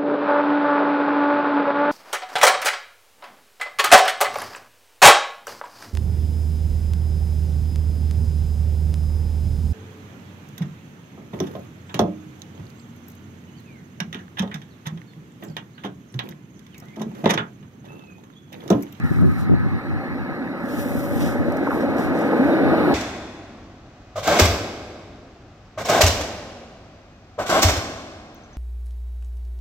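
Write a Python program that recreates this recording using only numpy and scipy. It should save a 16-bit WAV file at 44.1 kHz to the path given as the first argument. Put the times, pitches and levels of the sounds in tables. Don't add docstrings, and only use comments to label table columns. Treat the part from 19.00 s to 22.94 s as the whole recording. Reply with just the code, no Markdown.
import sys
import numpy as np
from scipy import signal
from scipy.fft import rfft, irfft, next_fast_len
from scipy.io import wavfile
from scipy.ndimage import uniform_filter1d

SR = 44100
rng = np.random.default_rng(int(sys.argv[2]) if len(sys.argv) > 2 else 0)


def waveform_to_disk(signal):
    frames = np.transpose(np.atleast_2d(signal))
    scaled = np.clip(frames, -1, 1) * 32767
    samples = np.round(scaled).astype(np.int16)
    wavfile.write(sys.argv[1], SR, samples)


def convert_level_to_amplitude(level_db):
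    exponent = np.asarray(level_db, float) / 20
    return 10 ** exponent


N = 173754
LENGTH = next_fast_len(N + 4096)
HZ = np.fft.rfftfreq(LENGTH, 1 / SR)
T = np.arange(N) / SR


def evened(x):
    return x / np.sqrt(np.mean(x ** 2) + 1e-20)


def read(points, hz):
    f, v = np.transpose(points)
    return np.interp(np.log(hz + 1), np.log(f + 1), v)


def curve(points, t):
    return np.interp(t, *np.transpose(points))


def humps(rows, hz):
    return sum(db / (1 + (2 * (hz - f) / w) ** 2) for f, w, db in rows)


def colour(x, gain):
    return irfft(rfft(x, LENGTH) * gain, LENGTH)[..., :N]


def slow(top_hz):
    return evened(colour(rng.standard_normal(N), 1 / (1 + (HZ / top_hz) ** 4)))


def shaped(x, field_db, patchy_db, wide, long):
    hz, t, z = signal.stft(x, SR, nperseg=512, noverlap=384)
    patch = rng.standard_normal(z.shape[-2:])
    patch = uniform_filter1d(patch, wide, axis=0)
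    patch = evened(uniform_filter1d(patch, long, axis=1))
    z = z * convert_level_to_amplitude(field_db(hz[:, None], t) + patchy_db * patch)
    return signal.istft(z, SR, nperseg=512, noverlap=384)[1][..., :N]


def steadied(x):
    band = colour(x, (HZ > 190) & (HZ < 420))
    strength = uniform_filter1d(band ** 2, size=500) / np.var(band)
    even = band / (strength + .1) ** .3
    return x - band + convert_level_to_amplitude(-2.5) * np.std(band) * evened(even)


def streetcar():
    # (time [s], distance [m])
    approach = [(0, 65), (1, 31), (1.6, 27.7), (2.2, 17.2), (2.8, 10.7), (3.15, 9.4), (3.45, 7.5),
                (3.94, 5.28)]
    # (frequency [Hz], level [dB])
    rolling = [(60, -35), (200, -11.5), (600, -12), (1000, -20), (2100, -22), (3300, -41.5), (6000, -50.5),
               (15000, -38.5)]
    # (frequency [Hz], width [Hz], lift [dB])
    wheel = [(265, 84, 9), (330, 77, 8.5), (498, 90, 3), (566.6, 25, 6.5), (827, 180, 5.5), (1247, 47, 8),
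             (1504, 145, 6), (1660, 52, 5), (1960, 170, 3.5), (2354, 200, 5.5), (2947, 85, 6),
             (3666, 54, 8.5), (4200, 1010, 17)]
    bumps_per_s, bump_spread_db, bump_share, bump_top_hz = 300, 3.0, .5, 1200
    level_db, air_db_per_m_khz = -16, 0.1923

    bumps = convert_level_to_amplitude(bump_spread_db * np.minimum(rng.exponential(1, (2, N)), 3))
    bumps = bumps * (rng.random((2, N)) < bumps_per_s / SR)
    bumps = bumps * rng.choice([-1., 1.], (2, N))
    bumps = colour(evened(bumps) * convert_level_to_amplitude(0.1 * slow(25)), 1 / (1 + (HZ / bump_top_hz) ** 2))
    drive = bump_share * bumps + (1 - bump_share) * rng.standard_normal((2, N))
    ring = steadied(evened(colour(drive, convert_level_to_amplitude(read(rolling, HZ) + humps(wheel, HZ)))))

    def air_loss(hz, t):
        return -air_db_per_m_khz * curve(approach, t) * hz / 1000

    nearness = 7 / curve(approach, T)
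    return convert_level_to_amplitude(level_db) * nearness * shaped(ring, air_loss, 1.02, wide=3, long=20)


def city():
    # (frequency [Hz], level [dB])
    traffic = [(60, -13), (250, -1), (500, -29), (1100, -14.5), (2100, -13.5), (3300, -42.5), (6000, -50),
               (15000, -52.5)]
    # (frequency [Hz], width [Hz], lift [dB])
    street = [(281, 65, 7.1), (778, 143, 13.6), (1274, 74, 8.3), (1700, 105, 5.4), (3880, 260, 5.1),
              (4216, 1040, 17.4)]
    hum = evened(colour(rng.standard_normal((2, N)), convert_level_to_amplitude(read(traffic, HZ) + humps(street, HZ))))
    return convert_level_to_amplitude(-32) * shaped(hum, lambda hz, t: 0 * hz * t, 2.38, wide=3, long=16)


def wind():
    # (centre [s], level [dB], width [s])
    gusts = [(0.048, -13, 0.039), (0.116, -11.5, 0.023), (0.244, -12, 0.22), (0.374, -31, 0.019),
             (0.424, -17, 0.026), (0.527, -10.5, 0.093), (0.668, -16.5, 0.051), (0.744, -19, 0.091),
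             (0.883, -24, 0.024), (0.938, -22, 0.17), (1.122, -28.5, 0.11), (1.217, -26.5, 0.082),
             (1.317, -29, 0.049), (1.796, -27, 0.079), (1.931, -26.5, 0.088), (1.985, -20, 0.024),
             (2.12, -21, 0.028), (2.165, -19, 0.025), (2.245, -21, 0.18), (2.315, -30, 0.028),
             (2.405, -18.5, 0.055), (2.493, -20, 0.037), (2.741, -30, 0.071), (2.903, -24, 0.045),
             (3.088, -27, 0.16), (3.477, -25.5, 0.083), (3.68, -21.5, 0.15), (3.896, -28, 0.074)]
    # (time [s], level [dB])
    lull = [(0, -28.5), (.65, -19.5), (.8, -42), (1.5, -50), (1.9, -32), (2.5, -29), (2.65, -39),
            (3.3, -44), (3.7, -33), (3.94, -34)]
    # (frequency [Hz], level [dB])
    tone = [(15, -64), (73, 2.5), (158, -1), (314, -9.5), (380, -13.5), (462, -30), (704, -37.5),
            (1000, -60)]
    # (time [s], peak [dB], width [ms])
    pop_rows = [
        (0.048, -12, 1.5),
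        (0.111, 0, 1.5),
        (0.232, 2.5, 1.45),
        (.25, -13, 0.7),
        (0.498, -1, 0.86),
        (0.532, -6, 1.1),
        (0.54, -6, 0.38),
    ]
    level = convert_level_to_amplitude(curve(lull, T))
    for s, db, width in gusts:
        level = np.maximum(level, convert_level_to_amplitude(db - 56 * ((T - s) / width) ** 2))
    level = uniform_filter1d(level, size=300)

    fall_db = 30 * np.maximum(np.log2(HZ / 1000 + 1e-9), 0)
    raw = colour(rng.standard_normal((2, N)), convert_level_to_amplitude(read(tone, HZ) - fall_db))
    low = colour(raw, 1 / (1 + (HZ / 260) ** 4))
    high = (raw - low) / np.std(low)
    strength = abs(uniform_filter1d(low ** 2, size=1200)) + 0.046 * np.var(low)
    low = low / strength ** 0.46
    push = level * (evened(low) + 1.05 * high * (level / convert_level_to_amplitude(-13.0)) ** 1.5)

    start, peak_db, width_ms = np.transpose(pop_rows)[:, :, None]
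    u = (T - start) * 1000 / width_ms
    pops = (convert_level_to_amplitude(peak_db) * (1 - u ** 2) * np.exp(-u ** 2 / 2)).sum(axis=0)
    own = 0.1 * push[1] + 0.54 * colour(push[1], HZ ** 2 / (HZ ** 2 + 300 ** 2))
    return np.array([1.066 * push[0] + own - pops, -.94 * push[0] + own + 0.39 * pops])


def sleeve():
    # (start [s], end [s], level [dB], rise [s], fall [s], brightness [dB])
    strokes = [(0.045, 0.23, -52.5, 0.013, 0.029, 0), (0.268, 0.392, -54.5, 0.016, 0.037, 1),
               (0.392, 0.423, -51, 0.018, 0.033, -2), (1.781, 1.803, -41.5, 0.1, 0.03, 0),
               (1.844, 2.16, -43, 0.094, 0.11, 1.5), (2.207, 2.26, -39.5, 0.033, 0.099, -2),
               (2.42, 2.95, -54.5, 0.041, .05, -2), (2.726, 2.785, -46.5, .02, .02, 1.5),
               (2.81, 2.82, -47, .01, 0.024, -1), (2.991, 3.028, -43.5, 0.016, 0.062, -1.5),
               (3.175, 3.223, -48, 0.047, 0.044, -3.5), (3.296, 3.498, -52, 0.057, .1, -1.5)]
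    # (frequency [Hz], level [dB])
    cloth = [(1000, 10.5), (4000, 5.5), (5500, 1), (7000, 2), (9800, -1), (10700, 1.5), (13900, 0.5),
             (15500, -0.5)]
    snaps_per_s, snap_spread_db, snap_share = 250, 3.5, 0.13

    hiss = rng.standard_normal((2, N)) * convert_level_to_amplitude(0.63 * slow(400) + 1.07 * slow(21))
    snaps = convert_level_to_amplitude(snap_spread_db * np.minimum(rng.exponential(1, N), 4))
    snaps = snaps * (rng.random(N) < snaps_per_s / SR)
    hiss = hiss * (1 + snap_share * evened(signal.lfilter([1], [1, -.97], snaps)))

    def rubbing(hz, t):
        power = 1e-12
        for start, end, db, rise, fall, bright_db in strokes:
            off = np.maximum(start - t, 0) / rise + np.maximum(t - end, 0) / fall
            fade_db = 14 * off ** 2 / (1 + 0.58 * off)
            tilt_db = bright_db * np.tanh((hz - 8500) / 2500)
            power = power + convert_level_to_amplitude(db - fade_db + tilt_db) ** 2
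        return 10 * np.log10(power)

    return shaped(evened(colour(hiss, convert_level_to_amplitude(read(cloth, HZ)))), rubbing, 0.51, wide=6, long=24)


def grit():
    # (time [s], peak [dB])
    ticks = [(.2613, -38), (.3167, -37), (1.6571, -36), (2.5222, -30), (2.5691, -30), (2.635, -38),
             (2.6998, -35), (2.8085, -33), (2.9672, -34), (2.9991, -32), (3.1901, -29)]
    fade = sum(convert_level_to_amplitude(db) * (T > s) * np.exp(-np.maximum(T - s, 0) / .0012) for s, db in ticks)
    bright = HZ / (HZ + 2500) / (1 + HZ / 6000) * 1.44
    out = colour(fade * rng.standard_normal(N), bright)
    return np.array([out, np.roll(out, 90)])


def motor():
    hum_hz, waver, level_db, centre_s, span_s = 283, .008, -38, 2.0, .5
    turn = 2 * np.pi * np.cumsum(hum_hz * (1 + waver * slow(12.9))) / SR
    gear = np.sin(2 * turn) * convert_level_to_amplitude(2.8 * slow(24))
    rough = convert_level_to_amplitude(4.5) * np.sin(.91 * turn + 1.25 * slow(29.5)) * convert_level_to_amplitude(2.6 * slow(19))
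    return convert_level_to_amplitude(level_db - 4.2 * ((T - centre_s) / span_s) ** 4) * (gear + rough)


def thuds():
    # (time [s], peak [dB], ring [Hz])
    thud_rows = [(1.511, -27, 326), (1.542, -26, 280), (1.6, -24, 245), (1.643, -23.5, 272),
                 (1.669, -27, 229), (1.694, -23.5, 246), (1.732, -18, 318), (1.785, -25, 235),
                 (1.816, -21, 246), (1.857, -15.5, 259), (1.913, -23, 251), (1.95, -15.5, 245),
                 (1.992, -33, 315), (2.046, -23, 257), (2.109, -24, 288), (2.133, -18.5, 254),
                 (2.235, -16.5, 280), (2.269, -17.5, 283), (2.294, -18, 265), (2.347, -18, 250),
                 (2.402, -19.5, 303), (2.451, -15.5, 248), (2.479, -12.5, 333), (2.559, -20, 322),
                 (2.611, -19, 301), (2.685, -11.5, 266), (2.746, -15, 278), (2.797, -18, 296),
                 (2.836, -13.5, 269), (2.916, -28, 275), (2.951, -13.5, 288), (2.993, -10.5, 255),
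                 (3.109, -13.5, 340), (3.145, -25, 298), (3.185, -10, 264), (3.244, -12, 260),
                 (3.332, -10.5, 460), (3.395, -7.5, 241), (3.419, -7.5, 262), (3.519, -11.5, 286),
                 (3.566, -15, 338), (3.598, -10, 288), (3.631, -8.5, 293), (3.655, -9.5, 305),
                 (3.692, -17, 304), (3.718, -9.5, 323), (3.801, -8.5, 277), (3.874, -9.5, 340),
                 (3.452, -7.5, 302),
        (3.466, -12, 300),
        (3.534, -8.5, 330),
        (3.669, -10, 299),
        (3.730, -4, 330),
        (2.626, -15, 405),
    ]
    cycles, trim_db, overtone_db, overtone_ratio = 3.73, -2, -7, 1.9
    out = np.zeros(N)
    for s, db, hz in thud_rows:
        u = np.maximum(T - s, 0) * hz / cycles
        turn = 2 * np.pi * cycles * u
        ring = np.sin(turn) + convert_level_to_amplitude(overtone_db) * np.sin(overtone_ratio * turn)
        out += convert_level_to_amplitude(db + trim_db) * np.e * 3 * u * np.exp(-3 * u) * ring
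    return np.array([out, np.roll(out, 60) / 2])


def squeaks():
    # (time [s], level [dB], pitch [Hz], width [s])
    squeak_rows = [
        (1.72, -55, 5400, .02),
        (2.815, -53, 5500, .012),
        (3.53, -41, 3740, 0.02),
    ]
    out = np.zeros(N)
    for s, db, hz, width in squeak_rows:
        whistle = np.sin(2 * np.pi * hz * T + .6 * slow(90))
        out += convert_level_to_amplitude(db - 7.3 * ((T - s) / width) ** 2) * whistle
    return np.array([out, np.roll(out, 60) / 2])


def rail_joints():
    # (time [s], peak [dB], start pitch [Hz])
    joints = [
        (2.669, -17, 1630),
        (2.674, -15.5, 1230),
        (2.707, -15.5, 1660),
        (2.716, -17, 1440),
        (2.724, -25, 1180),
        (2.73, -22.5, 1310),
        (2.751, -30, 1200),
        (2.833, -14.5, 774),
        (3.487, -18, 856),
        (3.74, -13, 930),
    ]
    cycles, pitch_fall = 5.4, 0.41
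    out = np.zeros(N)
    for s, db, hz in joints:
        u = np.maximum(T - s, 0) * hz / cycles
        turn = 2 * np.pi * cycles * (u - pitch_fall * np.minimum(u, 1) ** 2 / 2)
        out += convert_level_to_amplitude(db) * 2.64 * 3 * u * np.exp(-3 * u) * np.sin(turn)
    return np.array([out, np.roll(out, 90)])


def ports(pair):
    # (frequency [Hz], phase [rad])
    lead_points = [(400, -0.69), (1300, 0), (2150, -3), (3000, -4.5), (4200, -10), (4700, -7.5),
                   (5100, -15), (6100, -16)]
    # (frequency [Hz], likeness [0-1])
    alike = [(300, 0.98), (450, 0.76), (760, 1), (1600, .93), (2300, 0.98), (3200, 0.3), (4400, 0.78),
             (6800, 0.25)]
    # (frequency [Hz], level [dB])
    sides = [(260, -1.5), (480, 3), (800, 0.5), (2000, -1.5), (3000, 1.5), (5500, -1.5), (9000, 12),
             (14000, 3.5)]
    top_hz, top_start_rad, top_delay_s = 6930, -9, 0.000396
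    same = np.clip(read(alike, HZ), 0, 1)
    top_lead = top_start_rad + 2 * np.pi * top_delay_s * (HZ - top_hz)
    lead = np.where(HZ < top_hz, read(lead_points, HZ), top_lead)
    lean = convert_level_to_amplitude(read(sides, HZ) / 2)
    right = np.exp(-1j * lead) / lean
    shared = colour(pair[0], same * right)
    scattered = colour(pair[1], np.sqrt(1 - same ** 2) * right)
    return np.array([colour(pair[0], lean), shared + scattered])


def self_noise():
    # (frequency [Hz], level [dB])
    hiss_tone = [(5000, -30), (8000, -9), (11000, 0), (15500, 0)]
    return convert_level_to_amplitude(-76) * evened(colour(rng.standard_normal((2, N)), convert_level_to_amplitude(read(hiss_tone, HZ))))


def scene():
    car = streetcar() + motor() + thuds() + squeaks() + rail_joints() + grit()
    return ports(car + city() + sleeve()) + wind() + self_noise()


def top_cut(x):
    return signal.sosfilt(signal.butter(12, 15500, fs=SR, output="sos"), x)


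def record(dry):
    # (frequency [Hz], width [Hz], lift [dB])
    phone = [(9200, 1750, -4.5), (10800, 1100, 2.5), (13600, 3000, 4.5)]
    # (frequency [Hz], width [Hz], depth [dB], negative lifts)
    mid_gaps = [(4396, 186, 22), (5630, 640, -10)]
    # (frequency [Hz], width [Hz], depth [dB])
    side_gaps = [(1080, 130, 20), (5700, 290, 6.8)]
    ceiling, low_cut_hz, top_hz = 0.67, 58.6, 15480
    dry = ceiling * np.tanh(dry / ceiling)
    low_cut = 1 / np.sqrt(1 + (low_cut_hz / (HZ + 1)) ** 8)
    dry = colour(dry, convert_level_to_amplitude(humps(phone, HZ)) * (HZ < top_hz) * low_cut)

    def gap_gain(rows):
        return convert_level_to_amplitude(-sum(db * np.exp(-((HZ - f) / w) ** 4) for f, w, db in rows))

    mid = colour((dry[0] + dry[1]) / 2, gap_gain(mid_gaps))
    side = colour((dry[0] - dry[1]) / 2, gap_gain(side_gaps))
    return top_cut(np.array([mid + side, mid - side]))


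dry = scene()
out = record(dry)
waveform_to_disk(out)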